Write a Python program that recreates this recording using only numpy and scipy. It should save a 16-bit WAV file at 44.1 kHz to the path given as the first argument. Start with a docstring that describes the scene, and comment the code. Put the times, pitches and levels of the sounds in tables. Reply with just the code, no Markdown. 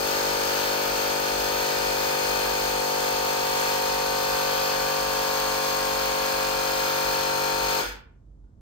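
"""A furnished living room: a hand-held piston inflator, slightly left, pumps a bicycle tyre.
The crank slows as the tyre fills; each turn gives a beat of tones, gear and air rattle, reed chatter
and a valve tick. At 7.8 s the trigger is let go and the crank stalls with a few knocks on the shell.
The room's low rumble runs throughout and is left at the end."""
import sys
import numpy as np
from scipy import signal
from scipy.fft import rfft, irfft, next_fast_len
from scipy.io import wavfile

SR = 44100
rng = np.random.default_rng(int(sys.argv[2]) if len(sys.argv) > 2 else 0)


def generate_wav(signal):
    """Clip the signal to [-1, 1] and save it as 16-bit WAV at the path in sys.argv[1]."""
    frames = np.transpose(np.atleast_2d(signal))
    scaled = np.clip(frames, -1, 1) * 32767
    pcm = np.round(scaled).astype(np.int16)
    wavfile.write(sys.argv[1], SR, pcm)


N = 379694
T = np.arange(N) / SR
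HZ = np.maximum(np.fft.rfftfreq(N, 1 / SR), 1)


def amp(db):
    """dB to gain."""
    return 10 ** (np.asarray(db) / 20)


def unit_rms(x):
    """Scale to rms 1."""
    return x / np.sqrt(np.mean(x ** 2) + 1e-20)


def butter(x, hz, kind):
    """Butterworth filter, order 2."""
    return signal.sosfilt(signal.butter(2, hz, kind, fs=SR, output="sos"), x)


def in_time(rows):
    """Time curve at every sample."""
    return np.interp(T, *np.transpose(rows))


def at_hz(rows, hz=HZ):
    """Spectrum columns, interpolated over log f."""
    f, *columns = np.transpose(rows)
    return [np.interp(np.log(hz), np.log(f), c) for c in columns]


def drift(rate_hz, t=T):
    """Smooth random wander, spread about 1."""
    knots = rng.standard_normal(int(N / SR * 40) + 3)
    smooth = np.convolve(knots, [.5, .7, .5], "same")
    return np.interp(t * np.clip(rate_hz, .1, 39), np.arange(len(knots)), smooth)


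def swell(turns, at_turn, width_turns, boost_db):
    """Gain with one Gaussian peak per turn."""
    away = (turns - at_turn + .5) % 1 - .5
    return amp(boost_db * np.exp(-.5 * (away / width_turns) ** 2))


# Stereo image: f/Hz, coherence/0-1, left over right/dB
IMAGE = [(39.3, 0.97, -2.5), (200, .95, -6.5), (535, 0.8, 3), (1230, 0.3, 5.5), (2120, 0.52, 0.5),
         (3160, 0.57, 5.5), (4500, 0.33, 3.5), (6000, 0.27, 9.5), (8920, 0.02, 2), (9910, 0.94, 0),
         (11150, 1, 2), (11300, 0, 9), (12500, 1, -6.5), (12600, 1, 0)]
# Interchannel phase: f/Hz, left lead/rad
LEFT_LEAD = [(60, .1), (150, .35), (300, .8), (520, 1.6), (1210, 1.6), (1980, 3.1), (3100, 4.9),
             (4570, 7.1), (6290, 10.1), (9100, 9.8), (9500, 9.4), (11000, 9.4), (12100, 4 * np.pi)]

def stereo(common, unrelated=None):
    """Spread a sound left and right; an unrelated signal lowers the coherence."""
    coherence, pan_db = at_hz(IMAGE)
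    lead_rad = at_hz(LEFT_LEAD)[0]
    coherence = 1 if unrelated is None else np.clip(coherence, 0, 1)
    side = 0 if unrelated is None else np.sqrt(1 - coherence) * rfft(unrelated)
    mid = np.sqrt(1 + coherence) * rfft(common)
    pan = amp(pan_db / 2) * np.exp(.5j * lead_rad)
    return irfft(np.array([(mid + side) * pan, (mid - side) / pan]) / np.sqrt(2), N)


# Harmonics: f/crank rate
ORDERS = [1, *range(3, 26), 27, 28, 29, *range(48, 53), *range(83, 95)]
# Per order, before standing waves: left level/dB, right level/dB, left lead/rad
HARMONICS = [(-58, -55, 0.0), (-46.4, -44.5, 0.3), (-50.4, -48.6, 0.9), (-45.3, -49.0, 0.6),
             (-49.1, -43.8, 1.0), (-40.1, -39.9, 0.4), (-37.8, -35.7, 1.1), (-29.1, -34.7, 0.3),
             (-40.1, -36.6, -1.2), (-30.1, -34.5, 1.9), (-46.9, -50.6, -0.2), (-39.3, -46.7, 1.3),
             (-42.2, -39.7, 2.3), (-33.6, -50.8, 1.6), (-35.1, -47.9, -2.5), (-37.1, -43.7, 1.4),
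             (-42.9, -36.9, 0.7), (-34.8, -40.0, 1.8), (-49.3, -47.2, 2.8), (-45.5, -45.9, 2.9),
             (-43.9, -42.4, 1.7), (-42.9, -49.6, 1.8), (-40.8, -43.1, 1.0), (-40.9, -48.4, 1.8),
             (-44.7, -49.1, 2.3), (-50.2, -56.4, -0.4), (-40.9, -44.2, 1.6), (-51.7, -50.3, 2.6),
             (-54.1, -55.8, 1.9), (-53.7, -53.7, 2.3), (-51.4, -52.5, 2.9), (-50.4, -56.5, -2.7),
             (-63.5, -64.0, -0.3), (-59.0, -57.4, 0.1), (-56.1, -58.9, 0.9), (-51.4, -59.1, 0.5),
             (-51.8, -58.4, 0.6), (-51.8, -55.4, 0.5), (-51.4, -55.7, 0.6), (-51.7, -57.5, 1.1),
             (-56.9, -60.7, 0.7), (-58.3, -65.0, 0.2), (-55.1, -59.2, -0.1), (-57.2, -61.5, 0.4)]
# Room modes: f/Hz, width/Hz, left boost/dB, right boost/dB
STANDING_WAVES = [(197.6, 2.0, -2.8, -9.8), (248.8, 4.0, 1.1, 9.1), (291.3, 5.0, 7.7, -10.8),
                  (342.2, 7.0, -20.0, -13.5), (387.6, 8.0, -20.0, -11.7), (396.9, 3.0, 0.9, -3.9),
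                  (437.0, 9.0, -7.2, 1.8), (441.7, 9.0, -8.5, -3.3), (485.2, 7.6, -20.0, -3.2),
                  (492.3, 4.6, 9.3, 3.2), (537.2, 9.4, 1.0, 7.5), (545.5, 11.0, 3.1, -5.4),
                  (594.8, 4.6, 6.3, 12.0), (637.7, 5.5, -17.7, -3.9), (684.0, 14.0, -0.4, -20.0),
                  (733.3, 5.8, -2.4, 10.0), (744.8, 10.7, -8.5, 12.0), (786.6, 16.0, 1.3, -9.1),
                  (793.8, 9.6, 2.3, 12.0), (832.8, 16.0, -13.2, 0.4), (880.9, 8.9, 10.8, -9.2),
                  (896.1, 4.5, 8.3, -16.2), (915.7, 8.1, 7.7, 8.9), (930.5, 4.0, 3.6, 7.5),
                  (967.5, 4.0, 4.7, 14.0), (979.1, 18.0, 7.9, -16.8), (1023.7, 16.0, -17.6, -12.8),
                  (1069.2, 7.8, 12.0, 3.1), (1086.8, 16.0, -12.8, 0.0), (1137.8, 10.0, -12.5, -9.1),
                  (1168.0, 6.0, 9.1, 1.4), (1187.4, 13.8, -9.1, -17.4), (1212.4, 6.3, -13.9, -10.6),
                  (1235.3, 6.3, 3.7, -1.2), (1325.0, 10.4, -17.0, -9.1), (1355.0, 5.0, 14.0, 10.6),
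                  (1387.8, 5.0, 5.7, 13.6), (1402.8, 5.0, 5.0, 3.4), (1418.1, 20.0, -10.1, 0.5),
                  (2366.5, 8.0, 14.0, 10.3), (2405.7, 13.2, 2.3, -14.2), (2422.6, 16.0, 9.0, 11.9),
                  (2446.2, 8.0, 7.2, 8.7), (2512.4, 8.0, 14.0, 7.6), (2548.5, 24.7, -5.1, 10.1),
                  (4037.1, 40.0, 8.8, 6.4), (4107.9, 29.8, 14.0, 5.6), (4172.0, 10.0, 4.4, 4.9),
                  (4197.0, 17.1, -0.1, 9.9), (4270.0, 40.0, 6.3, 3.4), (4307.8, 12.0, 10.8, 10.2),
                  (4342.8, 10.0, 3.4, 10.2), (4384.1, 13.5, 13.2, 5.4), (4448.1, 12.9, 6.6, 12.5),
                  (4513.8, 20.1, 9.5, 12.3), (4544.4, 10.0, 10.2, -0.0)]

def piston_tones(turns, crank_hz):
    """Pressure beat and reed ring: crank harmonics sliding down through the room's standing waves."""
    waver_db, waver_rad, smear_rad, scatter_rad = .7, .2, .2, .04
    reed_above_order, reed_opens_turn, reed_db = 60, .31, .5
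    out, hold = 0, 64
    t, rate_hz = T[::hold], crank_hz[::hold]
    for k, (*pair_db, lead_rad) in zip(ORDERS, HARMONICS):
        level_db = np.c_[pair_db]
        stereo_rad = np.outer([.5, -.5], lead_rad + waver_rad * drift(.73, t))
        if k > reed_above_order:   # reed struck as it opens
            level_db = level_db + reed_db
            stroke_rad = -2 * np.pi * k * reed_opens_turn
        else:   # beat spread over the turn
            stroke_rad = smear_rad * k ** 2
        echo_rad = min(scatter_rad * k, 1) * drift(.22, t)
        phasor = amp(level_db + waver_db * drift(2.85, t))
        phasor = phasor * np.exp(1j * (stroke_rad + echo_rad + stereo_rad))
        for hz, width_hz, *boost_db in STANDING_WAVES:
            if abs(hz - k * rate_hz[0]) < 400:
                detune = 2 * (k * rate_hz - hz) / width_hz
                phasor *= 1 + (amp(np.c_[boost_db]) - 1) / (1 + 1j * detune)
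        held = np.repeat(phasor, hold, axis=1)[:, :N]
        out = out + (held * np.exp(2j * np.pi * k * turns)).imag
    return out


# Repeating rattle spectrum: f/Hz, level/dB re random rattle
GEAR_SPECTRUM = [(1400, -2.5), (2500, -8.5), (3500, -8), (3950, -6), (4100, -13), (4500, -15), (4650, 1.5),
                 (5500, -6.5), (9000, -10.5)]

def gears(turns):
    """One pattern per turn, blurred by gear play; echoes favour some pitches."""
    play_turns, echo_db, echo_step_hz, floor_hz = .0016, 3, 18, 1450
    angle = (turns + play_turns * drift(9)) % 1
    flat_cycle = irfft(np.exp(2j * np.pi * rng.random(501)), 1001)
    pattern = unit_rms(np.interp(angle, np.arange(1001) / 1001, flat_cycle))
    ripple_db = np.interp(HZ / echo_step_hz, np.arange(2000), echo_db * rng.standard_normal(2000))
    return irfft(rfft(pattern) * amp(at_hz(GEAR_SPECTRUM)[0] + ripple_db) * (HZ > floor_hz), N)


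def reed_chatter(turns, drive, band_hz=(3960, 5090)):
    """The reed valve chatters while air passes."""
    return butter(drive, band_hz, "band") * (swell(turns, .49, width_turns=.18, boost_db=5.2) - 1)


def valve_tick(turns, noise, above_hz=11000):
    """One short treble burst per turn."""
    return butter(noise, above_hz, "high") * (swell(turns, .57, width_turns=.028, boost_db=4.8) - 1)


# Gear and air noise: f/Hz, relative density/dB
RATTLE_SPECTRUM = [(120, -25.5), (300, -15.5), (600, -7), (1200, 0.5), (2000, -2), (3600, -2.5),
                   (5200, -10), (5600, -10), (6200, -2.5), (7000, -5), (7500, -16), (9000, -6),
                   (10400, -10.5), (12000, -11), (14500, -11.5), (15700, -15.5)]
# Shell resonances: f/Hz, width/Hz, boost/dB
SHELL_PEAKS = [(508, 180, 7), (946, 87, 3), (1570, 150, 2.5), (2040, 200, -1.5), (2417, 70, 4),
               (2890, 130, -1), (3860, 220, -3.5), (4313, 200, 3), (4220, 140, 1.5), (5105, 325, 9.5),
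               (8000, 380, 9), (14700, 1800, 6)]

def shell(x):
    """Broad rattle spectrum plus the pump shell's resonances."""
    peaks_db = sum(db / (1 + (2 * (HZ - hz) / width_hz) ** 2) for hz, width_hz, db in SHELL_PEAKS)
    return irfft(rfft(x) * amp(at_hz(RATTLE_SPECTRUM)[0] + peaks_db), N)


# Rattle low shelf: t/s, level/dB
LOW_SHELF = [(0, 1.7), (2, .68), (4, .53), (6, -.39), (7.79, -2)]

def rattle(turns, shelf_hz=1400, uneven_db=.81):
    """Two unrelated signals of air, gears and valves, throbbing with the stroke."""
    throb = swell(turns, .6, width_turns=.24, boost_db=2.76)
    out = []
    for noise in rng.standard_normal((2, N)):
        repeating = gears(turns)
        valves = reed_chatter(turns, noise + repeating) + valve_tick(turns, noise)
        shelf = butter(noise, shelf_hz, "low") * (amp(in_time(LOW_SHELF)) - 1)
        uneven = amp(uneven_db * drift(29.99))
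        out.append(shell((noise + shelf + repeating + valves) * uneven * throb))
    return np.array(out) / np.sqrt(np.mean(out[0] ** 2))


# House background: f/Hz, relative density/dB
RUMBLE_SPECTRUM = [(25, -38), (38, -12.5), (47, 5.5), (58, -12), (75, -13), (105, -14), (155, -19),
                   (420, -31), (710, -39.5), (2770, -62.5), (7500, -63), (12000, -72.5), (16000, -87)]

def rumble(rms_db=-48):
    """Steady low rumble and hiss of the house."""
    white = rng.standard_normal((2, N))
    coloured = irfft(rfft(white) * amp(at_hz(RUMBLE_SPECTRUM)[0]), N)
    return amp(rms_db) * unit_rms(stereo(*coloured))


# Room decay: f/Hz, t60/s
ROOM_T60 = [(150, 0.61), (1000, 0.46), (3000, 0.37), (8000, 0.13), (16000, 0.018)]

def room(x):
    """Reverberation from ten feedback delays a side; treble dies first."""
    size = next_fast_len(N + SR)
    hz = np.maximum(np.fft.rfftfreq(size, 1 / SR), 1)
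    t60_s = at_hz(ROOM_T60, hz)[0]
    response = np.zeros((2, len(hz)), complex)
    for k, lag_s in enumerate(rng.uniform(.02, .055, 20)):
        echo = amp(-60 * lag_s / t60_s) * np.exp(-2j * np.pi * hz * lag_s)
        response[k % 2] += echo / (1 - echo) * (-1) ** (k // 2)
    return irfft(response * rfft(x, size), size)[:, :N]


# Stalling crank, then one faint knock: t/s, level/dB
STALL_HITS = [(7.799, -23.5), (7.819, -24), (7.845, -35), (7.879, -41.5), (7.911, -41), (7.989, -56),
              (8.442, -62.5)]
# Shell modes: f/Hz, level/dB re hit, t60/s
STALL_MODES = [(495, -3, 0.041), (883, -2.5, 0.023), (1430, -2, .035), (2120, -15.5, 0.034)]

def stall_knocks(spread_db=1.3, low_cut_hz=380):
    """Each knock rings every mode with its own strength; the knocks carry no bass."""
    onsets = [round(s * SR) for s, _ in STALL_HITS]
    hit_db = np.array(STALL_HITS)[:, 1]
    out = np.zeros(N)
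    for hz, mode_db, t60_s in STALL_MODES:
        clicks = np.full(N, 1e-18)
        clicks[onsets] = amp(hit_db + mode_db + rng.normal(0, spread_db, len(onsets)))
        r, w = amp(-60 / (t60_s * SR)), 2 * np.pi * hz / SR
        out += signal.lfilter([0, np.sin(w)], [1, -2 * r * np.cos(w), r * r], clicks)
    return butter(out, low_cut_hz, "high")


# Crank speed before coasting: t/s, f/Hz
CRANK_RATE = [(0.0, 49.7), (0.78, 49.6), (4.96, 48.7), (7.75, 48.3)]
# Rattle before the release fade: t/s, level/dB
RATTLE_LEVEL = [(0.0, -29.5), (0.82, -30), (3.27, -30.5), (7.51, -30.5), (7.79, -29)]

def scene():
    """Pump, room and rumble; on release the tones die at once, the rattle ever faster."""
    release_s, coast_tau_s, room_db = 7.8, .25, -6
    tone_fade_db_s, rattle_fade_db_s, rattle_fade_db_s2 = 234.5, 93, 496
    off_s = np.maximum(T - release_s, 0)
    crank_hz = in_time(CRANK_RATE) * np.exp(-off_s / coast_tau_s)
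    turns = np.cumsum(crank_hz) / SR
    clatter, knocks = rattle(turns), stall_knocks()
    fade_db = rattle_fade_db_s * off_s + rattle_fade_db_s2 * off_s ** 2
    clatter_gain = amp(in_time(RATTLE_LEVEL) - fade_db)
    tones = amp(-tone_fade_db_s * off_s) * piston_tones(turns, crank_hz)
    direct = tones + clatter_gain * stereo(*clatter) + stereo(knocks)
    reverb = amp(room_db) * room(clatter_gain * clatter[0] + knocks)
    return direct + reverb + rumble()


def record(dry):
    """Steep low-pass."""
    cutoff_hz = 15760
    return signal.sosfilt(signal.ellip(12, .5, 70, cutoff_hz, fs=SR, output="sos"), dry)


dry = scene()
out = record(dry)
generate_wav(out)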